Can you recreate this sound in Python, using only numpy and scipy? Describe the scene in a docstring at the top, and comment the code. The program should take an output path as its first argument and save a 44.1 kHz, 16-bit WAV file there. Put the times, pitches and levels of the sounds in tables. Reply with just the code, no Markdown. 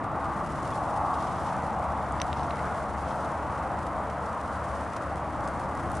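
"""Tyre roar from a road some way off, heard from a stereo microphone low in tall grass.
The roar swells slowly as traffic passes, a little to the left, over a low rumble and far engines.
Close to the microphone a hand moves in the grass: blades hiss and flick as they slide over each
other, broad leaves swish and dry stems snap. There is one faint squeak."""
import sys
import numpy as np
from scipy import signal
from scipy.fft import rfft, irfft
from scipy.io import wavfile
from scipy.ndimage import uniform_filter1d

SR = 44100
rng = np.random.default_rng(int(sys.argv[2]) if len(sys.argv) > 2 else 0)


def to_wav(sig):
    """Store sig (one row per channel, or 1-D mono) as 16-bit WAV at the path in sys.argv[1].

    Samples outside -1..1 are clipped; the rate is SR.
    """
    pcm = np.clip(np.atleast_2d(sig), -1, 1) * 32767
    pcm = np.round(pcm).astype(np.int16)
    wavfile.write(sys.argv[1], SR, pcm.T)  # frames by channels


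N = 264600
FRAME = 2048  # samples in one short sound or one spectral frame

# stereo width of the distant road: f/Hz, side over mid/dB
ROAD_WIDTH = [(25, -2), (48, -2.5), (75, -9), (125, -14), (250, -20), (700, -22), (1200, -18.5),
              (2000, -16), (4000, -12)]
# stereo width of the grass around the microphone: f/Hz, side over mid/dB
GRASS_WIDTH = [(2000, -12), (3100, -9), (3800, -8), (5200, -7), (5900, -9), (7500, -6.5), (9000, -4),
               (10500, -1)]
# spectrum of blades rubbing: f/Hz, relative level/dB
BLADE_SPECTRUM = [(800, -10), (2000, 1.5), (3000, 3.2), (3600, .7), (4400, .3), (5900, .7), (7000, 0),
                  (8500, -.2), (10000, -1.5), (10600, -4.5), (11500, -15), (12100, -34)]


def gain_of(db):
    """Decibels to amplitude."""
    return 10 ** (np.asarray(db) / 20)


def unit_rms(x):
    """Scales to rms 1."""
    return x / np.sqrt(np.mean(x ** 2) + 1e-20)


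def over_frequency(points, hz):
    """Interpolates a table on a log-frequency axis."""
    f, value = np.transpose(points)
    return np.interp(np.log(hz + 1), np.log(f + 1), value)


def over_time(points):
    """Interpolates a time table at every sample."""
    s, value = np.transpose(points)
    return np.interp(np.arange(N) / SR, s, value)


def hump(hz, centre_hz, octaves):
    """A bell curve of height 1 on a log-frequency axis."""
    return np.exp(-.5 * (np.log2((hz + 1) / centre_hz) / octaves) ** 2)


def add(mix, s, sound):
    """Mixes a stereo sound in at time s."""
    part = mix[:, round(s * SR):][:, :sound.shape[1]]
    part += sound[:, :part.shape[1]]


def drift(cutoff_hz):
    """Slow random motion of rms 1."""
    hz = np.fft.rfftfreq(N, 1 / SR)
    lowpass = np.exp(-(hz / cutoff_hz) ** 2) * (hz > 0)
    return unit_rms(irfft(rfft(rng.standard_normal(N)) * lowpass, N))


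def mid_side(drive, spectrum, width, tilt_db=0):
    """Colours two unrelated signals as mid and side, then decodes them to left and right at rms 1."""
    size = drive.shape[1]
    hz = np.fft.rfftfreq(size, 1 / SR)
    colour_db = over_frequency(spectrum, hz) + tilt_db * np.log2(hz / 6000 + .01)
    mid, side = rfft(drive) * gain_of(colour_db)
    side = side * gain_of(over_frequency(width, hz))
    return unit_rms(irfft([mid + side, mid - side], size))


def squeak(arch=0.088):
    """A faint peep, dead centre, whose pitch rises and falls."""
    # the peep: t/s, peak level/dB, top f/Hz, length/s
    peep = (.721, -48.5, 3420, .019)
    s, db, hz, length = peep
    bow = np.sin(np.linspace(0, np.pi, round(length * SR)))
    turns = np.cumsum(hz * (1 - arch * (1 - bow))) / SR
    out = np.zeros((2, N))
    add(out, s, gain_of(db) * bow[None] ** 2 * np.sin(2 * np.pi * turns))
    return out


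def leaf_swishes(spread_db=0.5, flutter_db=4.0):
    """Broad leaves drag over each other close by: a grainy swish that rises and falls."""
    # drags: t/s, level/dB, half length/s
    drags = [(0.675, -57, .02), (1.3, -56, 0.2), (2.45, -61, 0.2), (3.085, -57, .035), (3.235, -57.5, .035)]
    # spectrum of a broad leaf: f/Hz, relative level/dB
    leaf_spectrum = [(1000, -20), (2200, -6), (3100, 0.5), (4400, -6), (6000, -5), (9000, -30)]
    t = np.arange(N) / SR
    level = sum(gain_of(db) * np.exp(-((t - s) / length) ** 2) for s, db, length in drags)
    grains = rng.standard_normal((2, N)) * gain_of(spread_db * np.minimum(rng.exponential(1, N), 4))
    return level * gain_of(flutter_db * drift(40)) * mid_side(grains, leaf_spectrum, GRASS_WIDTH)


def grass_rustle(gain_db=0.5, catches_per_s=900, spread_db=3.0, catch_db=-4, flutter_db=1.5):
    """Blades slide over each other around the microphone: a fine hiss with tiny catches."""
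    # the hand stirring the grass: t/s, relative level/dB
    stirring = [(.1, -64), (.3, -58.5), (.64, -56), (.92, -55.5), (1.05, -57.5), (1.2, -54.5),
                (1.56, -55.5), (1.76, -59.5), (2.05, -58), (2.78, -56), (2.95, -57.5), (3.22, -55.5),
                (3.33, -58.5), (3.95, -59.5), (4.4, -58.7), (4.7, -56.5), (4.95, -58), (5.2, -59.5),
                (5.4, -59.5), (5.8, -57), (6, -58.5)]
    sizes = gain_of(spread_db * np.minimum(rng.exponential(1, N), 4))
    caught = rng.random(N) < catches_per_s / SR
    catches = unit_rms(sizes * caught * rng.uniform(-1.15, 1, (2, N)))
    friction = rng.standard_normal((2, N)) + gain_of(catch_db) * catches
    level = gain_of(gain_db + over_time(stirring) + flutter_db * drift(45))
    return level * mid_side(friction, BLADE_SPECTRUM, GRASS_WIDTH)


def blade_flicks(gain_db=5.0):
    """A nearby blade slips off another: a dry tick, then a short, grainy scratch."""
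    # flicks: t/s, relative level/dB, decay/s, tilt/(dB per octave), tick re scratch/dB
    flicks = [(.041, -51, .004, -3.5, 8.5), (.244, -53, .005, -3.5, 8), (.462, -51, 0.0032, -1, 8),
              (0.648, -57, 0.005, -3, 10), (0.668, -57, 0.006, -2, 8), (.675, -51, .006, -1, 12),
              (.705, -54, 0.0028, 1, 15), (1.224, -50, .006, -1, 9), (1.232, -51, 0.0075, -6.5, 15),
              (1.433, -59, .004, 8, 12), (2.064, -55, .004, -3, 12), (2.654, -51, .003, -7, 15),
              (3.791, -53, .002, 1, 17), (3.867, -51.5, 0.0046, -1, 20), (4.099, -49.5, 0.0047, -3, 11),
              (4.557, -52, .005, -5, 15), (4.933, -52, .006, -2, -4), (4.9643, -46.5, 0.0018, 0, 19),
              (4.9686, -49, 0.0017, 0, 21), (5.158, -55, 0.0023, 2, 22), (5.407, -54, 0.0033, 2, 15),
              (5.4758, -46, 0.003, -1, 20), (5.484, -53, 0.0046, 6, 12), (5.596, -52, 0.0048, 3, 8),
              (5.752, -54, 0.0035, 2, 18), (5.774, -54, .003, 0, 15), (5.9165, -52, 0.004, 1, 6),
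              (5.942, -53.5, .004, 1, 7), (5.95, -53, 0.016, 3, 17), (5.9695, -51, 0.007, 3, 17)]
    out, t = np.zeros((2, N)), np.arange(FRAME) / SR
    for s, db, decay, tilt_db, tick_db in flicks:
        slips = rng.laplace(size=(2, FRAME))
        # the tick comes as the blade lets go, in the mid channel only
        slips[0, np.argmax(t > decay / 10)] = gain_of(tick_db)
        scratch = mid_side(slips, BLADE_SPECTRUM, GRASS_WIDTH, tilt_db)
        add(out, s, gain_of(gain_db + db) * scratch * np.exp(-t / decay))
    return out


def stem_snaps(note_octaves=.062, tear_db=-24, tear_s=.0008, scatter_db=-8, scatter_s=.0022, left_db=1.0):
    """A dry stem close by cracks and rings, a few fibres tear, and the undergrowth scatters the sound."""
    # resonances of a dry stem: f/Hz, width/Hz, level over the crack/dB
    stem_modes = [(1780, 600, 14), (2750, 820, 7), (3800, 270, 2), (8950, 1500, 4)]
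    # the bright tip of every crack: f/Hz, relative level/dB
    tip_spectrum = [(1500, -8), (10000, 0), (12000, -11)]
    # snaps: t/s, relative peak/dB, crack f/Hz, crack width/octaves, note f/Hz, note/dB, tip/dB
    snaps = [(2.1232, -35, 7750, 0.26, 8540, 3, -22), (2.2003, -30, 2200, 0.6, 4700, 12, -25),
             (2.2014, -30, 2600, 0.7, 5560, 11, -25), (2.217, -16, 3150, 0.45, 5880, 13, -8.5),
             (2.22, -28, 2900, .9, 4770, 8, -21), (2.3297, -25, 2900, 0.73, 3870, 9, -23),
             (2.3958, -36, 3200, 0.55, 4250, 7, -18), (2.4324, -37, 3320, .7, 5700, 9, -20),
             (2.508, -26, 2200, 0.67, 4000, 9, -27), (2.5705, -39, 3700, .4, 4100, 6, -25),
             (2.593, -36, 2800, 0.72, 4500, 8, -25), (4.2595, -46, 4500, .6, 5600, 19, -22),
             (5.918, -37, 10500, .16, 6000, -7, -12), (5.9693, -36, 8100, .22, 7900, 3, -24)]
    out, t, hz = np.zeros((2, N)), np.arange(FRAME) / SR, np.fft.rfftfreq(FRAME, 1 / SR)
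    impulse = t == 0
    body = 1 + sum(gain_of(db) / (1 + (2 * (hz - f) / width) ** 2) for f, width, db in stem_modes)
    for s, db, crack_hz, octaves, note_hz, note_db, tip_db in snaps:
        tip = gain_of(tip_db + over_frequency(tip_spectrum, hz))
        note = gain_of(note_db) * hump(hz, note_hz, note_octaves)
        colour = body * (hump(hz, crack_hz, octaves) + tip) + note
        # minimum phase: the ring follows the crack
        log_spectrum = signal.hilbert(np.log(np.r_[colour, colour[-2:0:-1]])).conj()
        ring = np.fft.ifft(np.exp(log_spectrum)).real
        tearing = gain_of(tear_db) * rng.standard_normal(FRAME) * np.exp(-t / tear_s)
        crack = np.convolve(impulse + tearing, ring)[:FRAME]
        scatter = rng.standard_normal((2, FRAME)) * np.exp(-t / scatter_s)
        paths = impulse + gain_of(scatter_db) * scatter / np.linalg.norm(scatter[0])
        add(out, s, gain_of(db) * signal.fftconvolve(paths, crack[None] / abs(crack).max(), axes=1))
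    return out * gain_of([[left_db], [-left_db]])


def engines(rumble_gain_db=0.83, waver_db=2.5, pull_s=0.38):
    """A distant rumble with a few wavering engine tones; each swells once as its engine pulls."""
    # course of the rumble: t/s, relative level/dB
    rumble_level = [(0, -38), (0.7, -38), (1.3, -38.5), (1.9, -39.5), (2.4, -38), (3, -40), (3.7, -39),
                    (4.5, -42), (5.1, -39.5), (5.8, -37)]
    # its spectrum: f/Hz, relative level/dB
    rumble_spectrum = [(10, -18), (25, -21), (40, -7), (52, -6), (66, 1.5), (95, 0), (120, -1.5), (165, -3),
                       (240, -4), (300, -3.5), (355, -5), (395, -15.5), (500, -11), (900, -59)]
    # engine tones: f/Hz, level/dB, pitch wander/fraction, hardest pull t/s, rise then/dB
    drones = [(74.46, -45.5, 0.031, 2.5, 4.5), (143, -51, 0.02, 2.47, 9), (185.2, -51, 0.007, 1.75, 3.5),
              (206.4, -57, 0.0293, 1.93, 11)]
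    rumble = mid_side(rng.standard_normal((2, N)), rumble_spectrum, ROAD_WIDTH)
    out = gain_of(rumble_gain_db + over_time(rumble_level)) * rumble
    t = np.arange(N) / SR
    for hz, db, wander, s, pull_db in drones:
        turns = np.cumsum(hz * (1 + wander * drift(3.94))) / SR
        tone = unit_rms(np.sin(2 * np.pi * turns) * gain_of(waver_db * drift(1.56)))
        pull = np.exp(-((t - s) / pull_s) ** 2)
        out += gain_of(db + pull_db * pull) * tone
    return out


def tyre_roar(level_db=-32.0, patchy_db=1.07, flare_s=0.083, flare_octaves=0.12):
    """Tyres on the far road: two bands swell with the traffic; moving air makes patches come and go."""
    # spectrum of the roar: f/Hz, relative level/dB
    roar_spectrum = [(300, -48), (420, -9.5), (490, -8), (600, -1.46), (780, -0.5), (910, -0.95),
                     (1010, -2.5), (1120, -1.8), (1300, -5), (1450, -9.5), (1740, -16.5), (1950, -17),
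                     (2300, -25), (3200, -34.5), (4500, -42.5), (9000, -65)]
    # the two bands in which tyres sing: f/Hz, width/octaves
    tyre_bands = [(815, 0.2), (1160, 0.13)]
    # swells of passing traffic: t/s, lower band gain/dB, upper band gain/dB
    traffic = [(0, -1, 0), (.33, 3.5, 3), (.55, -4, 0), (.9, 7, 2), (1.17, 4.5, 7.5), (1.36, 1.5, 1.5),
               (1.6, 5.3, 0.5), (2.05, 4, 1), (2.28, 3.5, 0), (2.5, 2, -0.5), (2.68, 2.5, 1.3),
               (3.05, 2.5, -2), (3.85, 0.5, 0.5), (4.1, 0, -0.5), (5.08, -4.5, -1), (5.3, 0, -2.2),
               (5.6, -0.7, 2), (6, -1, -2.5)]
    # brief flares on the roar's upper edge: t/s, f/Hz, gain/dB
    flares = [(1.6, 2150, 3), (2.56, 2150, 5), (2.66, 1470, 4.5), (4.52, 1400, 4)]
    steady = mid_side(rng.standard_normal((2, N)), roar_spectrum, ROAD_WIDTH)
    hz, t, frames = signal.stft(steady, SR, nperseg=FRAME)
    patches = rng.standard_normal(frames.shape[1:])
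    for axis in (0, 1):  # smooth over frequency, then time
        patches = uniform_filter1d(patches, size=7, axis=axis)
    gain_db = patchy_db * unit_rms(patches)
    swell_times, *swells = np.transpose(traffic)
    for (band_hz, octaves), swell_db in zip(tyre_bands, swells):
        gain_db += np.outer(hump(hz, band_hz, octaves), np.interp(t, swell_times, swell_db))
    for s, flare_hz, db in flares:
        gain_db += db * np.outer(hump(hz, flare_hz, flare_octaves), np.exp(-((t - s) / flare_s) ** 2))
    _, roar = signal.istft(frames * gain_of(gain_db))
    return gain_of(level_db) * unit_rms(roar[:, :N])


def scene():
    """The road lies a little to the left; the grass is all around the microphone."""
    # the road's lean: f/Hz, left minus right/dB
    road_balance = [(30, 1), (70, 1.8), (500, 1.3), (1200, .8), (2500, .1)]
    lean_db = over_frequency(road_balance, np.fft.rfftfreq(N, 1 / SR))
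    road = irfft(rfft(tyre_roar() + engines()) * gain_of([lean_db / 2, -lean_db / 2]), N)
    return road + grass_rustle() + leaf_swishes() + blade_flicks() + stem_snaps() + squeak()


def record(dry, cutoff_hz=11900):
    """A steep low-pass: nothing is heard above about 12 kHz."""
    lowpass = signal.firwin(401, cutoff_hz, window=("kaiser", 8), fs=SR)
    return signal.oaconvolve(dry, lowpass[None], "same")


dry = scene()
out = record(dry)
to_wav(out)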